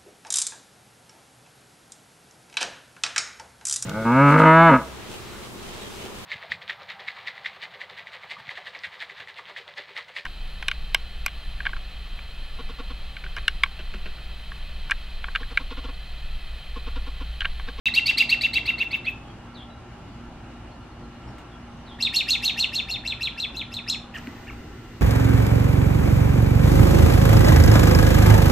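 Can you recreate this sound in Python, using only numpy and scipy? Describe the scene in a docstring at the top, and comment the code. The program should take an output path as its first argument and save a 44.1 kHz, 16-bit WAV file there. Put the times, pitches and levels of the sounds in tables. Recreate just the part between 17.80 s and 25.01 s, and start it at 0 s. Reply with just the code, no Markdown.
"""A walled yard, a few metres from a tangle of vines. A robin gives a run of chucks and a run of
shrieks, flies off and clucks twice. The two membranes of its voice box oscillate at once, each a
gliding tone with harmonics. A broad, hissy rasp lies within each note; twigs, ground and wall
reflect the notes. Traffic wash, a machine hum, an insect and far birds lie beneath. A camera body
is knocked lightly, and its lens motor hisses at the end."""
import sys
import numpy as np
from scipy import signal
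from scipy.fft import rfft, irfft
from scipy.io import wavfile
from scipy.ndimage import uniform_filter1d

SR = 44100
rng = np.random.default_rng(int(sys.argv[2]) if len(sys.argv) > 2 else 0)


def dump_mix(stems):
    """Bounce the given channels to the path in sys.argv[1] as a 16-bit WAV at rate SR."""
    frames = np.atleast_2d(stems).T  # one column per channel
    limited = np.clip(frames, -1, 1)  # hard clip at full scale
    pcm = np.round(limited * 32767).astype(np.int16)
    wavfile.write(sys.argv[1], SR, pcm)


N = 317961

# traffic spectrum: (frequency [Hz], relative density [dB])
TRAFFIC = [(15, -44.5), (25, -22.5), (59, 0), (169, -9), (198, -3), (233, -13), (267, -6.5), (445, -19),
           (762, -14), (1380, -20.5), (2060, -25), (2850, -27), (3440, -30.5), (13200, -49), (15500, -81)]
# likeness of left and right in the wash: (frequency [Hz], correlation [-1 to 1])
COHERENCE = [(60, 1.0), (180, 0.98), (550, 0.74), (1650, 0.77), (4970, -0.18), (15000, -1.01)]
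# colour the wash takes on as the camera swings round: (frequency [Hz], gain [dB])
TURNED_COLOUR = [(30, 6), (200, -3), (400, 8), (600, -6.5), (1100, -3.5), (2000, -1.5), (8000, 1.5)]
# progress of that change: (time [s], share [0-1])
TURN = [(6.3, 0), (6.6, .3), (6.8, .8), (7.21, 1)]
# machine lines, then the insect: (frequency [Hz], width [Hz], level [dB], steady share [0-1])
HUM_LINES = [(56.8, 8.3, -49.5, 0.54), (118, 10.2, -51, 0.55), (237, 5.3, -50, 0.67),
             (354.6, 11.6, -61, 0.29), (815, 14, -61, 0.23), (1359, 16.3, -61, 0.36), (2858, 91, -64.5, 0)]

# note shapes, one curve a membrane: (time in note [s], base pitch [Hz], relative level [dB])
CHUCK = [
    [(0, 1960, -16), (.010, 2240, -16), (.021, 2400, -19), (.026, 2607, -6), (.032, 2700, -4),
     (.043, 2740, 0), (.050, 2720, -6), (.056, 2640, -18)],
    [(.006, 2460, -26), (.018, 3300, -19.5), (.024, 3846, -13.5), (.031, 4080, -15), (.042, 3440, -17),
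     (.052, 2400, -14), (.058, 1880, -14)],
]
SHRIEK = [
    [(0, 1700, -22), (.012, 2050, -20), (.016, 2740, -9), (.032, 2800, -2)],
    [(.018, 2500, -26), (.031, 3000, -26), (.037, 4250, 0), (.042, 4390, 1), (.049, 4420, 0),
     (.056, 4340, -6), (.061, 4000, -1), (.065, 3760, -2), (.076, 3580, -8), (.079, 2800, 1),
     (.085, 2500, -6), (.094, 1850, -24)],
]
CLUCK = [
    [(0, 1804, -13), (.012, 1920, 12), (.022, 1830, -2), (.040, 1290, 9)],
    [(0, 2420, -3), (.010, 3080, -8), (.018, 3250, -7), (.030, 2564, -1), (.040, 2000, -31)],
]
# the second harmonic shifts from an opening level to a later one, usually weaker; one row a membrane:
# (time of shift [s], opening base level [dB], later base level [dB])
CHUCK_SHIFT = [(0.0225, 9.5, -41.5), (0.0075, -53, -26)]
SHRIEK_SHIFT = [(0.017, -8, -24.5), (0.036, 11, -30)]
CLUCK_SHIFT = [(.005, -12, -31), (.005, -29, -44)]
# timbre: (overtone decay [dB/s], second harmonic per treble [dB/dB], rasp gain [dB],
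# second harmonic gained in flight [dB/s], pitch flutter [share], level flutter [dB])
CHUCK_TIMBRE = (120, 0.7, 3, 0, .011, 2.4)
SHRIEK_TIMBRE = (150, 0.3, -3, 24, .007, 2.8)
CLUCK_TIMBRE = (50, 0.063, 1, 0, .025, 3.2)
# notes sung: (time [s], length [factor], pitch [factor], first membrane gain [dB],
# second membrane gain [dB], treble gain [dB], growth through the note [dB])
CHUCKS = [(.030, 1.02, 0.96, -13.5, -13, -3.5, 10), (.137, 1.08, 1.0, -13.5, -12, 0.5, 6.5),
          (.256, 1.02, 1.0, -12, -13, 0.1, 6.5), (.372, 1.0, 1.0, -11.5, -11.5, 0.8, 6.5),
          (.490, 1.0, 1.0, -12, -13, -2.3, 6.5), (.609, 1.03, 0.99, -14, -14.5, -2.2, 7.5),
          (.731, 0.97, 0.99, -15.5, -14, -2, 7.5), (.854, .95, 0.99, -15, -17, -8.5, 9),
          (.979, 0.96, 0.99, -15.5, -20, -12, 9), (1.106, 0.96, 0.97, -16.5, -22, -13.5, 12),
          (1.245, 0.9, 0.92, -20, -23, -16, 12)]
SHRIEKS = [(4.186, 1.076, 0.96, -23, -18.5, 1, -2), (4.323, 1.08, 0.98, -17.5, -17, 8, .1),
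           (4.467, 1.075, 0.97, -17, -17.5, 7, .1), (4.613, 1.077, 0.97, -19, -18.5, 8, 1),
           (4.761, 1.06, 0.97, -17, -18.5, 4, -0.5), (4.916, 1.06, 0.97, -20.5, -21.5, 3.5, 1),
           (5.072, 1.1, 0.97, -22.5, -24, 0, 0), (5.236, 1.11, 0.95, -22.5, -24, -2, 4),
           (5.394, 1.02, 0.94, -22.5, -23, 1.5, 6), (5.562, 1.09, 0.955, -23.5, -24, -2, 5),
           (5.727, 1.13, 0.935, -31, -29.5, -1, 12), (5.901, 1.12, .95, -33, -29, 3.5, 0),
           (6.062, 1.075, 0.95, -24, -21, 0.5, -12)]
CLUCKS = [(6.338, 1.01, .97, -41.5, -34, .1, -.3), (6.669, 1.05, .88, -50, -37, .1, 7.8)]
# beak response for the third and fourth harmonics: (frequency [Hz], gain [dB])
BEAK = [(5000, -44), (7000, -40), (8500, -43), (9700, -55), (10800, -34), (13300, -32), (14500, -46),
        (16000, -55)]
# spectra of the broad, hissy rasp and the puff in a note: (frequency [Hz], relative density [dB])
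RASP = [(1500, -19), (3000, 13.5), (5000, 5), (8000, -1.5), (9700, -7.5), (12000, 1.5), (16000, -31)]
PUFF = [(9500, -16), (12000, -15), (13700, -6), (15500, -13)]
# where the bird faces: (time [s], left over right [dB])
FACING = [(0, 0), (1.3, 0), (4.2, 0), (4.8, 0), (5.1, 0.5), (6.4, -0.5)]

# early reflections: (delay [s], left gain [dB], right gain [dB])
ECHOES = [(.0018, -12, -11), (.0028, -15, -14), (.0039, -18, -16), (.0048, -17, -16), (.0054, -17, -15),
          (.0108, -22, -21)]
# colour of the scatter from twigs and leaves: (frequency [Hz], relative level [dB])
SCATTER = [(1500, 13), (2700, 7), (3600, 17), (4300, 9), (5000, 16.5), (8000, 13), (12000, 5)]
# decay of the scatter: (frequency [Hz], time to fall 60 dB [s])
REVERB_TIME = [(1500, 0.17), (2700, 0.37), (4000, 0.31), (7000, 0.28), (12000, 0.22)]

# far calls: (time [s], length [s], first pitch [Hz], last pitch [Hz], width [Hz], level [dB])
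FAR_CALLS = [(1.44, .1, 3150, 3250, 90, -60), (1.735, .115, 4800, 3250, 350, -50.5),
             (1.89, .08, 3900, 3900, 15, -63), (2.69, .1, 3700, 3700, 90, -70),
             (2.915, .04, 4250, 4220, 50, -63.5), (3.01, .04, 4250, 4220, 50, -64.5),
             (3.11, .04, 4230, 4200, 40, -64), (3.22, .05, 4200, 4150, 70, -66),
             (3.33, .05, 4200, 4180, 40, -65), (3.465, .05, 5250, 5350, 300, -67),
             (3.705, .06, 3850, 3300, 120, -61), (3.84, .2, 6300, 6280, 60, -75),
             (4.055, .115, 4600, 3250, 350, -53)]
# knocks on the camera body: (time [s], gain [dB], time to fall 60 dB [s], thud share [0-1],
# low edge of tick [Hz], high edge [Hz])
KNOCKS = [(3.583, -47, .2, .03, 1800, 3300), (3.585, -58, .2, 0, 6500, 9000),
          (6.375, -44, .03, 0, 5500, 8800), (6.384, -43, .025, 0, 5500, 8800),
          (6.472, -34, .02, 0, 1200, 4200), (6.472, -21, .06, 1, 1200, 3500)]
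# spectrum of the motor's hiss: (frequency [Hz], relative density [dB])
MOTOR_HISS = [(1500, 1), (2500, 0), (4500, -5.5), (8400, -12), (9300, -31), (11500, -35), (13500, -6.5),
              (14800, -18), (16000, -33)]
# envelope of the motor: (time [s], level [dB])
MOTOR_ENVELOPE = [(6.299, -103), (6.35, -48), (6.4, -50.5), (6.7, -53.5), (6.8, -56), (7.21, -56)]
# gear tones: (frequency [Hz], width [Hz], level relative to the hiss [dB])
GEARS = [(784, 78, -18), (1480, 68, -11), (1860, 190, -6), (2036, 44, -7.5), (2550, 62, -17)]

TRAFFIC_DB = -43
SHIFT_WIDTH_S, TAKE_OFF_S = .0017, 5.96
RASP_DB, RASP_SWELL_S, RASP_FADE_DB_PER_S = -16, .012, 121
BLUR, BLUR_HZ = .4, 350  # share and width of the roughness on the overtones
SUM_TONE_DB, CHUCK_HOARSENESS = -31, 1.5  # hoarseness multiplies the second membrane's flutter
BUSH_S, BUSH_DB = .027, -9  # the bush the bird flies into echoes its clucks
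WALL_S, WALL_DB = .049, -17
BODY_S, BODY_HZ, BODY_DB = .003, 7000, -6  # treble smeared by the camera body


def gain_of(db):
    """Amplitude ratio of a level in decibels."""
    return 10 ** (np.asarray(db) / 20)


def unit_rms(x):
    """Normalisation to unit mean power."""
    return x / np.sqrt(np.mean(x ** 2) + 1e-20)


def spectrum_at(points, hz):
    """Interpolation on a logarithmic frequency axis."""
    f, value = np.transpose(points)
    return np.interp(np.log(hz + 1), np.log(f + 1), value)


def add(mix, s, sound, pan_db=0):
    """Superposition of a sound at s seconds, placed by a left-right level difference."""
    part = mix[:, round(s * SR):][:, :len(sound)]
    part += sound[:part.shape[1]] * gain_of([[pan_db / 2], [-pan_db / 2]])


def coloured(points, shape):
    """Spectral shaping of white noise, rms 1."""
    gain = gain_of(spectrum_at(points, np.fft.rfftfreq(shape[-1], 1 / SR)))
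    return unit_rms(irfft(rfft(rng.standard_normal(shape)) * gain, shape[-1]))


def wobble(size, cutoff_hz):
    """Random modulation: low-passed noise, rms 1."""
    lowpass = signal.butter(2, cutoff_hz, fs=SR, output="sos")
    return unit_rms(signal.sosfilt(lowpass, rng.standard_normal(size + 2000))[2000:])


def narrowband(hz, width_hz, size):
    """Random modulation in quadrature broadens a tone into a band."""
    phase = 2 * np.pi * np.cumsum(hz * np.ones(size)) / SR
    in_phase, quadrature = wobble(size, width_hz / 2), wobble(size, width_hz / 2)
    return unit_rms(in_phase * np.cos(phase) + quadrature * np.sin(phase))


def traffic_wash():
    """Traffic gives broadband noise, partly coherent between left and right, its level drifting."""
    frames, hz = N // 256 + 5, np.fft.rfftfreq(1024, 1 / SR)
    a, b, c, d, patches = rng.standard_normal((frames, 513, 5)).T
    patches = unit_rms(uniform_filter1d(uniform_filter1d(patches, 8, 0), 14, 1))
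    swell = unit_rms(uniform_filter1d(rng.standard_normal(frames), 40))
    coherence = np.clip(spectrum_at(COHERENCE, hz), -1, 1)[:, None]
    left, independent = a + 1j * b, c + 1j * d
    spectra = np.array([left, coherence * left + np.sqrt(1 - coherence ** 2) * independent])
    turned = np.interp(np.arange(frames) * 256 / SR, *np.transpose(TURN))
    spectra *= gain_of(spectrum_at(TURNED_COLOUR, hz)[:, None] * turned)
    spectra *= gain_of(spectrum_at(TRAFFIC, hz)[:, None] + 1.23 * patches + .6 * swell)
    wash = signal.istft(spectra, nperseg=1024, noverlap=768)[1][:, :N]
    return gain_of(TRAFFIC_DB) * unit_rms(wash)


def machine_and_insect():
    """A line spectrum: part steady, part wavering tones of a far machine under an insect's band."""
    out, t = np.zeros(N), np.arange(N) / SR
    for hz, width_hz, db, steady in HUM_LINES:
        tone = np.sqrt(2) * np.cos(2 * np.pi * hz * t)
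        out += gain_of(db) * unit_rms((1 - steady) * narrowband(hz, width_hz, N) + steady * tone)
    return out


def membrane(curve, shift, timbre, flown_s, stretch, pitch, db, treble_db, growth_db, hoarse=1):
    """Nonlinear oscillation gives a glide with harmonics; returns the sound and the bare swing."""
    s, *columns = np.transpose(curve)
    shift_s, opening_db, later_db = shift
    fade_db_per_s, per_treble, rasp_db, flight_db_per_s, flutter, flutter_db = timbre
    t = np.arange(0, .12, 1 / SR) / stretch
    hz, level_db = (uniform_filter1d(np.interp(t, s, c), 70, mode="nearest") for c in columns)
    opening = 1 / (1 + np.exp((t - shift_s) / SHIFT_WIDTH_S))
    hz = hz * pitch * (1 + (hoarse * flutter + .022 * opening) * wobble(len(t), 350))
    swing = np.exp(2j * np.pi * np.cumsum(hz) / SR)
    # the even harmonics and the rasp shift in level together
    richness_db = later_db + (opening_db - later_db) * opening
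    second = gain_of(richness_db + per_treble * treble_db + flight_db_per_s * flown_s) * swing ** 2
    third = gain_of(spectrum_at(BEAK, 3 * hz)) * swing ** 3
    fourth = gain_of(spectrum_at(BEAK, 4 * hz) + richness_db + 22) * swing ** 4
    rasp = coloured(RASP, t.shape) * np.clip((t - s[0]) / RASP_SWELL_S, 0, 1) ** 2
    rasp *= gain_of(RASP_DB + rasp_db + .47 * richness_db - RASP_FADE_DB_PER_S * (t - .0677))
    roughness = (wobble(len(t), BLUR_HZ) + 1j * wobble(len(t), BLUR_HZ)) / np.sqrt(2)
    fading = (1 - BLUR + BLUR * roughness) * gain_of(-fade_db_per_s * np.maximum(t - shift_s, 0))
    treble = gain_of(treble_db) * (fading * (third + fourth) + rasp)
    tone = swing + (opening + (1 - opening) * fading) * second + treble
    level_db += db + growth_db * np.interp(t, s[[0, -1]], [-.5, .5])
    level_db += hoarse * flutter_db * wobble(len(t), 220)
    envelope = gain_of(level_db) * np.clip(np.minimum(t - s[0], s[-1] - t) / .003, 0, 1)
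    return envelope * tone.real, np.sqrt(envelope) * swing


def robin():
    """Two coupled membranes tug at each other, adding a combination tone at their summed pitch."""
    out = np.zeros((2, N))
    kinds = ((CHUCK, CHUCK_SHIFT, CHUCK_TIMBRE, CHUCKS),
             (SHRIEK, SHRIEK_SHIFT, SHRIEK_TIMBRE, SHRIEKS),
             (CLUCK, CLUCK_SHIFT, CLUCK_TIMBRE, CLUCKS))
    for shape, shift, timbre, notes in kinds:
        hoarse = CHUCK_HOARSENESS if shape is CHUCK else 1
        for s, stretch, pitch, first_db, second_db, treble_db, growth_db in notes:
            flown_s = max(s - TAKE_OFF_S, 0)
            # the first membrane's pitch sags less than the second's as effort drops
            first, first_swing = membrane(shape[0], shift[0], timbre, flown_s, stretch,
                                          pitch ** .6, first_db, treble_db, growth_db)
            second, second_swing = membrane(shape[1], shift[1], timbre, flown_s, stretch,
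                                            pitch, second_db, treble_db, growth_db, hoarse)
            note = first + second + gain_of(SUM_TONE_DB) * (first_swing * second_swing).real
            add(out, s, note, np.interp(s, *np.transpose(FACING)))
            if shape is CLUCK:
                add(out, s + BUSH_S, gain_of(BUSH_DB) * note)
    return out


def puffs(db=-58, delay_s=.016, length_s=.066):
    """Amplitude-modulated noise: a faint swell of high hiss rides on each chuck and shriek."""
    out, swell = np.zeros((2, N)), signal.windows.hann(round(length_s * SR))
    for s, *_ in CHUCKS + SHRIEKS:
        add(out, s + delay_s, gain_of(db) * swell * coloured(PUFF, swell.shape))
    return out


def twig_scatter(db=-8.5):
    """Scattering by twigs and leaves: an impulse response of sparse taps, decaying band by band."""
    taps = np.zeros((2, SR // 3))
    slots = np.arange(100, SR // 3 - 20, 20)
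    arrivals = slots + rng.integers(0, 20, (2, len(slots)))
    np.put_along_axis(taps, arrivals, rng.choice([-1., 1.], arrivals.shape), 1)
    taps[1] = .47 * taps[0] + .77 * taps[1]  # close microphones share much of the scatter
    hz, t, spectra = signal.stft(taps, SR, nperseg=256)
    level_db = spectrum_at(SCATTER, hz)[:, None] - 60 * t / spectrum_at(REVERB_TIME, hz)[:, None]
    tail = signal.istft(spectra * gain_of(level_db), SR, nperseg=256)[1]
    return tail * gain_of(db) / np.linalg.norm(tail, axis=1)[:, None]


def yard_reflections(calls, head_turn_hz=1.3):
    """Multipath propagation: direct sound, early reflections, a dull wall echo and scatter."""
    response = np.zeros((2, 3000))
    response[:, 0] = 1
    dull = signal.windows.hann(9)
    response[:, round(WALL_S * SR):][:, :len(dull)] = gain_of(WALL_DB) * dull / dull.sum()
    for s, *db in ECHOES:
        response[:, round(s * SR)] = gain_of(db)
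    # the camera body smears the treble with opposite sign at the two microphones
    t = np.arange(600) / SR
    smear = rng.standard_normal(len(t)) * np.exp(-t / BODY_S)
    highpass = signal.butter(3, BODY_HZ, "high", fs=SR, output="sos")
    smear = signal.sosfilt(highpass, smear / np.linalg.norm(smear))
    response[:, :len(t)] += gain_of(BODY_DB) * np.outer([1, -1], smear)
    out = signal.oaconvolve(calls, response, axes=1)[:, :N]
    # the turning head feeds three scatter paths in rotation
    angle = 2 * np.pi * head_turn_hz * np.arange(N) / SR
    for k in range(3):
        facing = np.cos(angle + k * np.pi / 3) / np.sqrt(1.5)
        out += signal.oaconvolve(calls * facing, twig_scatter(), axes=1)[:, :N]
    return out


def far_birds():
    """Frequency glides, quick at first: narrow bands are whistles, wide ones hoarse chirps."""
    out = np.zeros((2, N))
    for s, length_s, first_hz, last_hz, width_hz, db in FAR_CALLS:
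        progress = np.linspace(0, 1, round(length_s * SR))
        hz = last_hz + (first_hz - last_hz) * (1 - progress) ** 3
        envelope = gain_of(db) * signal.windows.tukey(len(hz), .4)
        add(out, s, envelope * narrowband(hz, width_hz, len(hz)))
    return out


def knocks(thud_hz=260):
    """Impacts on the camera body excite a noisy tick or a low thud, damped exponentially."""
    out, t = np.zeros((2, N)), np.arange(6000) / SR
    for s, db, t60, thud_share, low_hz, high_hz in KNOCKS:
        band = [(.7 * low_hz, -25), (low_hz, 0), (high_hz, -9), (1.3 * high_hz, -30)]
        tick = coloured(band, t.shape) * (.5 + np.exp(-t / .0015))
        thud = np.sin(2 * np.pi * thud_hz * t) * np.clip(t / .008, 0, 1) ** 2
        knock = (1 - thud_share) * tick + thud_share * thud
        add(out, s, knock * gain_of(db - 60 * t / t60))
    return out


def lens_motor():
    """Machine noise inside the body: hiss, incoherent between the sides, and narrowband gear whirr."""
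    s, level_db = np.transpose(MOTOR_ENVELOPE)
    t = np.arange(round(s[0] * SR), N) / SR
    whirr = sum(gain_of(db) * narrowband(hz, width_hz, len(t)) for hz, width_hz, db in GEARS)
    sound = (coloured(MOTOR_HISS, (2, len(t))) + whirr) * gain_of(np.interp(t, s, level_db))
    return np.pad(sound, ((0, 0), (N - len(t), 0)))


def scene():
    """Superposition: the birds with their reflections, and the other sources heard directly."""
    birds = yard_reflections(robin() + puffs() + far_birds())
    return birds + knocks() + traffic_wash() + machine_and_insect() + lens_motor()


def record(dry):
    """Gating and band limiting: the sound sets in after a short silence and is low-passed."""
    start_s, cutoff_hz = .0575, 15850
    gated = dry * (np.arange(N) > start_s * SR)
    lowpass = signal.firwin(511, cutoff_hz, window=("kaiser", 9), fs=SR)
    return signal.oaconvolve(gated, lowpass[None], "same")


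dry = scene()
out = record(dry)
dump_mix(out)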